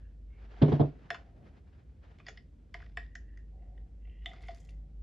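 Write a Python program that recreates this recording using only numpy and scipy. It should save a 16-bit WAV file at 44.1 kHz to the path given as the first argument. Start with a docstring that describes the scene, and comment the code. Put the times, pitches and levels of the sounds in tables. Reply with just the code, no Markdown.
"""In a small kitchen, a hinged metal citrus squeezer is handled over a steel shaker.
The counter, bumped, booms as a hollow resonator under a dull knock and a rattle. The squeezer's halves clack
and tick as damped modes struck by brief contacts as half a lime goes in; hinge, palm and rind rub by stick-slip,
and the lime crackles as it is crushed. A hand brushes a board and clothes rustle: shaped noise. A low
appliance drone wavers below, with a faint hum and room air; close walls add dense reflections."""
import sys
import numpy as np
from scipy import signal
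from scipy.fft import rfft, irfft, next_fast_len
from scipy.io import wavfile

SR = 44100
rng = np.random.default_rng(int(sys.argv[2]) if len(sys.argv) > 2 else 0)


def to_wav(sig):
    """Store sig (one row per channel, or 1-D mono) as 16-bit WAV at the path in sys.argv[1].

    Samples outside -1..1 are clipped; the rate is SR.
    """
    pcm = np.clip(np.atleast_2d(sig), -1, 1) * 32767
    pcm = np.round(pcm).astype(np.int16)
    wavfile.write(sys.argv[1], SR, pcm.T)  # frames by channels


N = 221765
TIME = np.arange(N) / SR
RING_TIME = TIME[:SR // 2]

# metal touching metal: (time [s], level [dB], brightness [dB per octave], ring pitch [Hz],
# contact chatter [s], {part near the blow: extra level [dB]})
TOUCHES = [(.564, -70, -4, 1940, 0.0026, {"cup": 0}),
           (1.104, -44.5, 1.5, 1750, 0.001, {"handle": 3, "cup": 5, "body": 5.5, "ring": 9, "lip": 4.3, "rim": 3.9, "tip": 2.7}),
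           (1.1115, -53.5, -6, 1740, 0.00059, {"cup": -5.5, "ring": 4.2, "lip": 2.3}),
           (1.1448, -50, 0.5, 1874, 0.006, {"cup": -1.5, "body": 8.1, "ring": -1.8, "lip": 2.8}),
           (2.1859, -72, 3.5, 2070, 0.0035, {"cup": 3}),
           (2.1997, -69.5, -1, 2250, 0.0085, {"body": 9.6, "ring": 7}),
           (2.2655, -60, 3.5, 1930, 0.0079, {"handle": 13, "body": 2, "ring": 7.9, "rim": 9.7, "tip": -15}),
           (2.2835, -53.5, 2.5, 1886, 0.0018, {"handle": 11.6, "cup": 2.6, "body": 1.8, "ring": 3.3, "rim": 3.6, "tick": 4.8, "tip": -17}),
           (2.2885, -65, -1, 1830, 0.003, {"cup": 6.9, "body": 2, "tick": 23.7, "tip": -13}),
           (2.3737, -63, 0.5, 1905, 0.0027, {"cup": -10.5, "body": -7, "ring": 6.6, "lip": -2, "edge": 3.9, "rim": 9, "tick": -11, "tip": -12}),
           (2.7422, -53, -0.5, 1945, 0.00089, {"cup": -2, "ring": 7.6, "lip": -1, "rim": 3.9, "tip": 7.8}),
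           (2.7475, -60.5, -1, 1880, 0.001, {"body": 9.3}),
           (2.8025, -72, -3, 2030, 0.003, {"body": 12, "ring": 9.4}),
           (2.8205, -73.5, 2, 1950, 0.00081, {"ring": 9.4, "rim": 5.9}),
           (2.8255, -71, -0.5, 1667, 0.00039, {"cup": -15, "body": 8.2, "ring": 11}),
           (2.8632, -73.5, -6.5, 1920, 0.0028, {"cup": -10, "ring": 7.5}),
           (2.9718, -47.5, -1, 1771, 0.0014, {"cup": -4.5, "ring": 10.4, "lip": 7.4, "edge": 1.4, "tick": -20, "tip": 12.8}),
           (3.1536, -59, 6, 1822, 0.0014, {"ring": 11.6, "lip": -5, "edge": -4.5, "tick": 6.1, "tip": 1.3}),
           (3.374, -75.5, 5.5, 1885, 0.0014, {"ring": 12.7, "lip": -21, "edge": -7.5, "tick": 4.9}),
           (3.777, -85, 0.5, 1875, 0.0015, {"ring": 15, "edge": 11.6}),
           (4.073, -82.5, -6, 2000, 0.0022, {"lip": 17, "edge": 4.9}),
           (4.259, -56.5, 0.5, 2023, 0.0019, {"cup": 2.6, "ring": 11.8, "lip": 11, "edge": 18.3, "rim": 1, "tick": 5, "tip": 15}),
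           (4.3336, -69, 5, 1970, 0.0083, {"body": 15.6}),
           (4.4846, -56.5, 0.5, 2090, 0.0028, {"cup": 13.5, "body": 2.4, "ring": 2.2}),
           (4.6895, -78, -1, 1990, 0.0019, {"lip": 21, "edge": 5.3, "rim": 5.6})]

RUB_ATTACK_S, RUB_T60_S = 0.019, 0.32   # every stroke of hinge, rind and pulp


def from_db(db):
    """Logarithmic level: decibels to amplitude gain."""
    return 10 ** (np.asarray(db) / 20)


def rms_one(x):
    """Power normalisation: scale to unit rms."""
    return x / np.sqrt(np.mean(x ** 2) + 1e-20)


def strike_one(x):
    """Energy normalisation: scale a hit to the energy of 10 ms at unit rms."""
    return x / np.sqrt(np.sum(x ** 2) / (SR / 100) + 1e-20)


def in_time(rows):
    """Linear interpolation: one curve in time for each column of a table."""
    s, *columns = np.transpose(rows)
    return [np.interp(TIME, s, c) for c in columns]


def at_hz(points, size):
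    """Spectral interpolation: a table read at the bins of a transform, on a log-frequency axis."""
    hz, value = np.transpose(points)
    return np.interp(np.log(np.fft.rfftfreq(size, 1 / SR) + 1), np.log(hz), value)


def colour(x, spectrum):
    """Linear filtering: weight the transform of a noise by a spectrum."""
    size = next_fast_len(x.shape[-1])
    shaped = irfft(rfft(x, size) * from_db(at_hz(spectrum, size)), size)
    return shaped[..., :x.shape[-1]]


def diffuse(spectrum, size):
    """Diffuse field: stereo noise whose left-right correlation depends on frequency."""
    # likeness of the two sides: (frequency [Hz], correlation [1])
    likeness = [(50, 1), (150, 0.92), (300, 0.77), (600, 0.4), (1200, 0), (2000, 0.27), (3200, 1),
                (5000, 0.73), (7500, -0.029)]
    padded = next_fast_len(size)
    mid, side = rfft(rng.standard_normal((2, padded)))
    alike = np.clip(at_hz(likeness, padded), -1, 1)
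    pair = np.sqrt(1 + alike) * mid + np.sqrt(1 - alike) * side * [[1], [-1]]
    return rms_one(irfft(pair * from_db(at_hz(spectrum, padded)), padded)[:, :size])


def drift(hz):
    """Low-pass random process: noise below a cutoff [Hz], with unit rms."""
    slow = signal.sosfilt(signal.butter(2, hz, fs=SR, output="sos"), rng.standard_normal(N + SR))
    return rms_one(slow[SR:])   # the filter has settled after one second


def fade(t60):
    """Exponential damping: decay by 60 dB in t60 [s]."""
    return np.exp(-np.log(1000) * RING_TIME / max(t60, 1e-4))


def ring(modes, spread_db, detune=0):
    """Modal superposition: damped sines whose strength and pitch vary with the blow and the grip."""
    chance = rng.standard_normal((len(modes), 2))
    total = 0
    for k, ((hz, db, t60), (stronger, higher)) in enumerate(zip(modes, chance)):
        gain = (-1) ** k * from_db(db + spread_db * stronger)
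        total = total + gain * fade(t60) * np.sin(2 * np.pi * hz * (1 + detune * higher) * RING_TIME)
    return total


def band(x, modes, margin):
    """Band-pass filtering: keep the range of a family of modes, widened by a frequency ratio."""
    low = modes[0][0] / max(margin, 1)
    high = min(modes[-1][0] * max(margin, 1), SR / 2 - 1000)
    return signal.sosfilt(signal.butter(3, [low, high], "band", fs=SR, output="sos"), x + 1e-18)


def add(track, s, sound):
    """Superposition: mix a sound in at a time [s]."""
    start = round(s * SR)
    track[start:start + len(sound)] += sound[:N - start]


def slips(per_s, grain_db, uneven_db, uneven_hz=35):
    """Stick-slip friction: random clicks of either sign whose sizes also drift together."""
    sizes = from_db(grain_db * np.minimum(rng.exponential(1, N), 4) + uneven_db * drift(uneven_hz))
    return (rng.random(N) < per_s / SR) * rng.choice([-1, 1], N) * sizes


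def resonate(x, hz, width_hz):
    """Heterodyning: a resonance with a movable centre; shift down, smooth, shift back."""
    turn = np.exp(2j * np.pi * np.cumsum(hz * np.ones(N)) / SR)
    smooth = signal.sosfilt(signal.butter(2, width_hz / 2, fs=SR, output="sos"), x / turn + 1e-18)
    return rms_one(np.real(turn * smooth))


def strokes(rows, attack_s, t60):
    """Amplitude envelope: each movement swells exponentially, holds for its length and dies away."""
    gain = np.zeros(N)
    for s, length, db in rows:
        rise = np.exp(np.minimum(TIME - s, 0) / max(attack_s, .01))
        fall = np.exp(-np.log(1000) * np.maximum(TIME - s - length, 0) / max(t60, .06))
        gain = np.maximum(gain, from_db(db) * rise * fall)
    return gain


def two_tone(rows, main, second, attack_s, t60):
    """Parallel resonances: strokes stir two; the last column sets the second against the first."""
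    main_rows = [(s, length, db) for s, length, db, _ in rows]
    second_rows = [(s, length, db + rel_db) for s, length, db, rel_db in rows]
    return main * strokes(main_rows, attack_s, t60) + second * strokes(second_rows, attack_s, t60)


def flurries(rows, grains, t60):
    """Damped excitation: each row (time [s], level [dB]) lets loose a dying run of grains."""
    out = np.zeros(N)
    for s, db in rows:
        run = np.roll(grains, -round(s * SR))[:len(RING_TIME)]
        add(out, s, from_db(db) * strike_one(run * fade(t60)))
    return out


def clacks(crack_lengths=8.5, chatter=0.066, shorter_per_octave=0.5):
    """Impact excitation: a click with chatter drives the modes, with a noisy crack, most where struck."""
    # the squeezer's modes, damped by the hands: {family: (frequency [Hz], level [dB], t60 [s])}
    squeezer_modes = { "handle": [(342, -6, 0.03), (400, -6, 0.033), (445.3, 1, 0.089)],
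                      "cup": [(620, -17, 0.025), (695, 0, 0.1), (740, -14, 0.03)],
                      "body": [(1056, -5.5, 0.022), (1260, -2.5, 0.0082), (1470, -0.5, 0.02),
                      (1524, -5.5, 0.019)], "ring": [(1680, -8, 0.018), (1885, 2.5, 0.019),
                      (2028, -8.5, 0.037), (2144, -5.5, 0.0072)], "lip": [(2268, 3.5, 0.023),
                      (2586, -5.5, 0.039), (2744, -0.5, 0.018)], "edge": [(2940, 0.5, 0.05),
                      (3174, -2.5, 0.047), (3297, -4, 0.029), (3470, 4, 0.055)],
                      "rim": [(4300, -3.5, 0.036), (4800, 4, 0.024), (5070, -5, 0.047), (5310, -4, 0.036),
                      (5220, -4.5, 0.056)], "tick": [(5970, -1, 0.022), (6460, -2.5, 0.04),
                      (6700, -2, 0.029), (6760, -6.5, .04)], "tip": [(7330, 4.5, 0.02), (7610, -7.5, 0.058),
                      (8300, -14.5, 0.005), (10900, -5.5, 0.031)]}
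    # how strongly each part answers any touch: {family: level [dB]}
    part_db = {"handle": -12.5, "cup": 2, "body": -4, "ring": 1.5, "lip": -7, "edge": -3, "rim": -11.5,
               "tick": -19.5, "tip": -29.5}
    # the noisy crack against each family's tone: {family: level [dB]}
    crack_db = {"handle": -3.5, "cup": -4, "body": 0.5, "ring": -8, "lip": -1.5, "edge": -1.5, "rim": -1,
                "tick": -0.5, "tip": -7}
    # modes that sing on when the open half hangs free: (frequency [Hz], level re blow [dB], t60 [s])
    sing_modes = [(1740, -13, .22), (1890, -16, .42), (1980, -15, .28)]
    ring_hz = 1885   # the ring family's usual pitch; the grip shifts it
    free_from_s, free_until_s = 2.9, 3.5   # the open half hangs free
    out, singing = np.zeros((2, N))
    for s, level_db, bright_db, pitch_hz, chatter_s, struck_db in TOUCHES:
        contact = chatter * rng.standard_normal(1024) * np.exp(-TIME[:1024] / max(chatter_s, 1e-4))
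        contact[0] += 1
        for family, modes in squeezer_modes.items():
            octaves = np.mean([np.log2(hz / ring_hz) for hz, _, _ in modes])
            db = level_db + part_db[family] + bright_db * octaves + struck_db.get(family, 0)
            if family == "ring":
                modes = [(hz * pitch_hz / ring_hz, level, t60) for hz, level, t60 in modes]
            # brief contacts and high parts crack briefly
            crack_t60 = crack_lengths * chatter_s / 2 ** (shorter_per_octave * octaves)
            burst = rng.standard_normal(len(RING_TIME)) * fade(crack_t60)
            crack_modes = [m for m in modes if m[0] < 8000]   # Hz
            crack = from_db(crack_db[family]) * strike_one(band(burst, crack_modes, margin=1.035))
            tone = band(ring(modes, spread_db=5.0, detune=0.008), modes, margin=1.15)
            tone = strike_one(signal.fftconvolve(tone, contact)[:len(crack)])
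            add(out, s - .0005, from_db(db) * strike_one(tone + crack))
        if free_from_s < s < free_until_s:
            add(singing, s, from_db(level_db) * ring(sing_modes, spread_db=7.0))
    return out + singing * (1 + .8 * drift(70))   # the singing is unsteady


def loose_pin(buzz_db=-9, t60=0.071):
    """Rattling contact: play in the hinge gives a grainy, dying buzz after each blow."""
    # the pin's buzz: (frequency [Hz], spectral level [dB])
    buzz_spectrum = [(500, -8.5), (1000, -7), (1500, 4), (2400, 6.5), (3400, 1), (4100, -4), (5100, -10.5),
                     (6200, -23.5), (9000, -31.5)]
    grains = colour(slips(per_s=1800, grain_db=3.0, uneven_db=2.5, uneven_hz=120), buzz_spectrum)
    return flurries([(s, db + buzz_db) for s, db, *_ in TOUCHES], grains, t60)


def hinge():
    """Stick-slip excitation: slips in the hinge drive a shifting ring and a higher squeak."""
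    # turns: (time at full strength [s], length [s], level [dB], squeak re ring [dB])
    turns = [(.03, 0.021, -77, -10), (.33, 0.0082, -74.5, -9), (3.02, .38, -77.5, -14.5),
             (3.29, 0.011, -70.5, -16), (3.6, 0.031, -83, -8), (3.75, 0.011, -84, -11),
             (4.05, 0.13, -77, 1.5), (4.215, 0.022, -71.5, -1), (4.29, 0.22, -67, -11.5),
             (4.62, 0.093, -80, -8.5)]
    # the ring shifts with the grip and the angle: (time [s], frequency [Hz])
    ring_pitch = [(.1, 1693), (.33, 2234), (3.0, 1950), (3.4, 1784), (3.62, 2026), (4.22, 1984),
                  (4.4, 2084), (4.72, 1977)]
    # the squeak climbs a little as the halves close: (time [s], frequency [Hz])
    squeak_pitch = [(4.05, 2720), (4.17, 2800), (4.25, 2950), (4.5, 3150)]
    # neighbouring resonances of the squeak: (frequency ratio [1], gain [1])
    strands = [(.91, .4), (1, 1), (1.1, .5)]
    friction = slips(per_s=800, grain_db=3.5, uneven_db=2.0, uneven_hz=60)
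    groan = resonate(friction, in_time(ring_pitch)[0], width_hz=200)
    squeak_hz = in_time(squeak_pitch)[0]
    squeak = sum(gain * resonate(friction, ratio * squeak_hz, width_hz=200) for ratio, gain in strands)
    return two_tone(turns, groan, rms_one(squeak), RUB_ATTACK_S, RUB_T60_S)


def palm():
    """Frictional excitation: the palm slides on the handle and stirs two resonances of the cup."""
    # slides: (time at full strength [s], length [s], level [dB], low resonance re main [dB])
    slides = [(1.12, 0.33, -72, -4), (3.54, 0.24, -72, 0), (4.28, 0.038, -62, -19), (4.6, 0.3, -82, 3.5)]
    friction = slips(per_s=5500, grain_db=2.0, uneven_db=0.5)
    main = resonate(friction, hz=710, width_hz=90)
    low = resonate(friction, hz=590, width_hz=150)
    return two_tone(slides, main, low, attack_s=0.015, t60=0.7)


def rind():
    """Stick-slip friction: the rind scrapes in the cup as coloured, clumped clicks."""
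    # scrapes: (time at full strength [s], length [s], level [dB])
    scrapes = [(2.2, 0.0086, -72.5), (2.287, 0.0041, -61), (2.76, 0.1, -70.5), (2.985, 0.0043, -64),
               (4.27, 0.266, -66), (4.58, 0.11, -80.5)]
    # the scrape: (frequency [Hz], spectral level [dB])
    rind_spectrum = [(150, -1.5), (400, 2.5), (700, 3.5), (1000, -4), (1500, -2), (2100, 0), (2500, -0.5),
                     (3000, -7.5), (3500, -1), (3900, -9), (4400, -9), (5200, -10.5), (7000, -29),
                     (9000, -42)]
    grit = slips(per_s=2800, grain_db=4.2, uneven_db=3.0, uneven_hz=70)
    return strokes(scrapes, RUB_ATTACK_S, RUB_T60_S) * rms_one(colour(grit, rind_spectrum))


def pulp():
    """Granular noise: the pulp fizzes under pressure as many tiny random clicks."""
    # squirts: (time at full strength [s], length [s], level [dB])
    squirts = [(4.26, 0.043, -84), (4.415, 0.14, -83), (4.56, 0.045, -77), (4.65, 0.026, -81)]
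    # the fizz: (frequency [Hz], spectral level [dB])
    pulp_spectrum = [(2500, -7), (5000, -7), (6900, 4), (8500, -9), (9500, -15), (11000, -9), (12000, -16)]
    fizz = slips(per_s=3000, grain_db=4.0, uneven_db=3.5, uneven_hz=60)
    return strokes(squirts, RUB_ATTACK_S, RUB_T60_S) * rms_one(colour(fizz, pulp_spectrum))


def crackles(t60=0.035):
    """Impulsive emission: the crushed lime's cells burst in separate short, wet crackles."""
    # bursts: (time [s], level [dB])
    bursts = [(4.3339, -86), (4.3728, -92), (4.4207, -71), (4.4506, -83), (4.4716, -74), (4.5464, -66.5),
              (4.5818, -75), (4.598, -90.5), (4.6497, -74.5), (4.6936, -70.5), (4.706, -79)]
    # the crackle: (frequency [Hz], spectral level [dB])
    burst_spectrum = [(1500, -16), (3000, 3), (5000, 6), (6500, -2), (8000, -8), (10500, -7.5),
                      (12000, -20)]
    grains = colour(slips(per_s=2500, grain_db=4.0, uneven_db=2.0, uneven_hz=200), burst_spectrum)
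    return flurries(bursts, grains, t60)


def counter(knock_t60=0.16, rattle_t60=0.1, rise_s=0.0025, spread_db=-0.2):
    """Modal resonance: bumps set the hollow body booming, under a diffuse knock and uneven rattle."""
    # bumps: (time [s], boom level [dB], knock level [dB], rattle level [dB])
    bumps = [(0.6161, -30, -25.5, -46.5), (0.6192, -29, -14, -35.5), (0.628, -14.5, -25.5, -41.5),
             (0.66, -29.5, -41, -50.5), (0.6814, -26.5, -21.5, -49), (0.7192, -36, -18, -41.5),
             (0.732, -23, -29, -55), (0.7955, -34, -20, -47), (0.7995, -26, -18, -51),
             (.808, -23, -20.5, -50)]
    # modes of the hollow counter: (frequency [Hz], level [dB], t60 [s])
    counter_modes = [(144.9, 6, 0.22), (245.6, 2, 0.066), (248.7, -1, 0.16), (297.7, -11.5, 0.21),
                     (349, -20.5, 0.2), (409, -14, 0.28), (447, -24.5, 0.34), (501, -24, 0.2),
                     (574, -25, 0.27), (642, -17, 0.24), (714, -25, 0.25), (890, -29, 0.22),
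                     (952, -32.5, 0.14), (1079, -21, 0.093), (1470, -41.5, 0.23)]
    # dull knock: (frequency [Hz], spectral level [dB])
    knock_spectrum = [(40, -29.5), (75, -3), (130, 11), (190, -9), (250, 10.5), (330, 2), (420, 1.5),
                      (520, -4.5), (700, -6), (1100, -19), (1400, -29.5), (2400, -56.5), (5000, -83)]
    # loose things rattle and buzz: (frequency [Hz], spectral level [dB])
    rattle_spectrum = [(600, -13), (1400, 0), (2100, -5), (2600, -11), (3400, -3.5), (4200, -14.5),
                       (5200, -22.5), (7000, -36), (12000, -52)]
    out, size = np.zeros((2, N)), len(RING_TIME)
    swell = 1 - np.exp(-RING_TIME / rise_s)   # a soft contact takes time to build
    snap = 1 - np.exp(-(RING_TIME / .0006) ** 2)
    for s, boom_db, knock_db, rattle_db in bumps:
        jolts = from_db(2.5 * drift(200)[:size])
        knock = strike_one(diffuse(knock_spectrum, size) * snap * fade(knock_t60))
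        rattle = strike_one(diffuse(rattle_spectrum, size) * jolts * snap * fade(rattle_t60))
        noise = from_db(knock_db) * knock + from_db(rattle_db) * rattle
        for side in range(2):   # the modes are drawn a little differently on each side
            boom = from_db(boom_db) * swell * ring(counter_modes, spread_db=spread_db)
            add(out[side], s, boom + noise[side])
    return out


def brushing(attack_s=0.03, t60=0.5):
    """Friction noise: a hand brushes over the board, softly and dully, as it reaches for the lime."""
    # brushes: (time at full strength [s], length [s], level [dB])
    brushes = [(.97, 0.13, -67.5), (1.38, 0.078, -59)]
    # the board: (frequency [Hz], spectral level [dB])
    board_spectrum = [(70, -14), (150, 5), (220, 0), (340, -5.5), (450, -8), (600, -9), (1000, -26),
                      (3000, -51.5)]
    return strokes(brushes, attack_s, t60) * diffuse(board_spectrum, N)


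def kitchen(x, wet_db, t60, build_s):
    """Reverberation: the direct sound plus dense, decaying reflections from close walls."""
    # the echo: (frequency [Hz], spectral level [dB])
    echo_spectrum = [(100, 3.5), (300, 10.5), (700, -3.5), (1100, -0.5), (2000, -2), (3500, -4),
                     (6000, 1.5), (12000, -3.5)]
    build = 1 - np.exp(-(RING_TIME / build_s) ** 2)
    tail = diffuse(echo_spectrum, len(RING_TIME)) * fade(t60) * build
    tail = tail / np.sqrt(np.sum(tail ** 2) / 2)
    return x + from_db(wet_db) * signal.fftconvolve(np.atleast_2d(x), tail, axes=1)[:, :N]


def clothes(rest_db=-85, folds_db=3.0, folds_hz=14):
    """Friction noise: arm movements rustle the clothes, unevenly, above a faint resting level."""
    # movements: (time at full strength [s], length [s], level [dB])
    movements = [(0, 0.0065, -74.5), (.43, 0.19, -62.5), (.65, 0.091, -52), (1.02, 0.12, -63),
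                 (1.43, 0.11, -69), (1.62, 0.2, -74), (2.08, 0.0061, -69.5)]
    # the cloth: (frequency [Hz], spectral level [dB])
    cloth_spectrum = [(150, 6), (400, 10.5), (720, 9), (1050, 5), (1700, 5), (3300, -5.5), (5000, -13),
                      (7000, -22), (11000, -56.5)]
    moving = np.maximum(strokes(movements, attack_s=0.069, t60=0.9), from_db(rest_db))
    return moving * from_db(folds_db * drift(folds_hz)) * diffuse(cloth_spectrum, N)


def appliance_drone(drone_hz=50.9, level_db=-47, waver=.36, waver_hz=5):
    """Quadrature modulation: slow noise on sine and cosine makes a low tone waver; it sinks for a while."""
    dip_s, dip_width_s, dip_db = 1.79, 0.91, 13.5
    turn = 2 * np.pi * drone_hz * TIME
    wavering = waver * (drift(waver_hz) * np.sin(turn) + drift(waver_hz) * np.cos(turn))
    sink_db = dip_db * np.exp(-((TIME - dip_s) / dip_width_s) ** 2)
    return from_db(level_db - sink_db) * rms_one(np.sin(turn) + wavering)


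def faint_hum():
    """Pure tone: a steady sine swells in under an envelope."""
    # entries: (time at full strength [s], length [s], level [dB])
    entries = [(4.7, 0.23, -63)]
    return strokes(entries, attack_s=0.067, t60=0.38) * rms_one(np.sin(2 * np.pi * 153 * TIME))   # Hz


def room_air(level_db=-55.5):
    """Diffuse field: steady coloured noise, high-passed at 60 Hz."""
    # the air: (frequency [Hz], spectral level [dB])
    air_spectrum = [(25, -28.5), (60, 2.5), (95, -9.5), (155, -15), (250, -21), (360, -26.5), (500, -31),
                    (720, -40.5), (1000, -50.5), (2000, -52.5), (4000, -57.5), (7500, -60), (12000, -71.5)]
    high_pass = signal.butter(2, 60, "high", fs=SR, output="sos")
    return from_db(level_db) * rms_one(signal.sosfilt(high_pass, diffuse(air_spectrum, N)))


def scene():
    """Superposition: the thump lies a little to the right and lingers; the squeezer is straight ahead."""
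    handling = clacks() + loose_pin() + hinge() + palm() + rind() + pulp() + crackles()
    squeezer = kitchen(handling, wet_db=-7.0, t60=0.22, build_s=0.0005)
    to_right = from_db(0.54 * np.array([[-1], [1]]))
    thump = kitchen(counter() * to_right, wet_db=-32, t60=0.62, build_s=0.0071)
    background = clothes() + appliance_drone() + faint_hum() + room_air()
    return squeezer + thump + brushing() + background


def record(dry):
    """Band limitation: an elliptic low-pass cuts the top steeply at 12150 Hz."""
    return signal.sosfilt(signal.ellip(10, .1, 80, 12150, fs=SR, output="sos"), dry)


dry = scene()
out = record(dry)
to_wav(out)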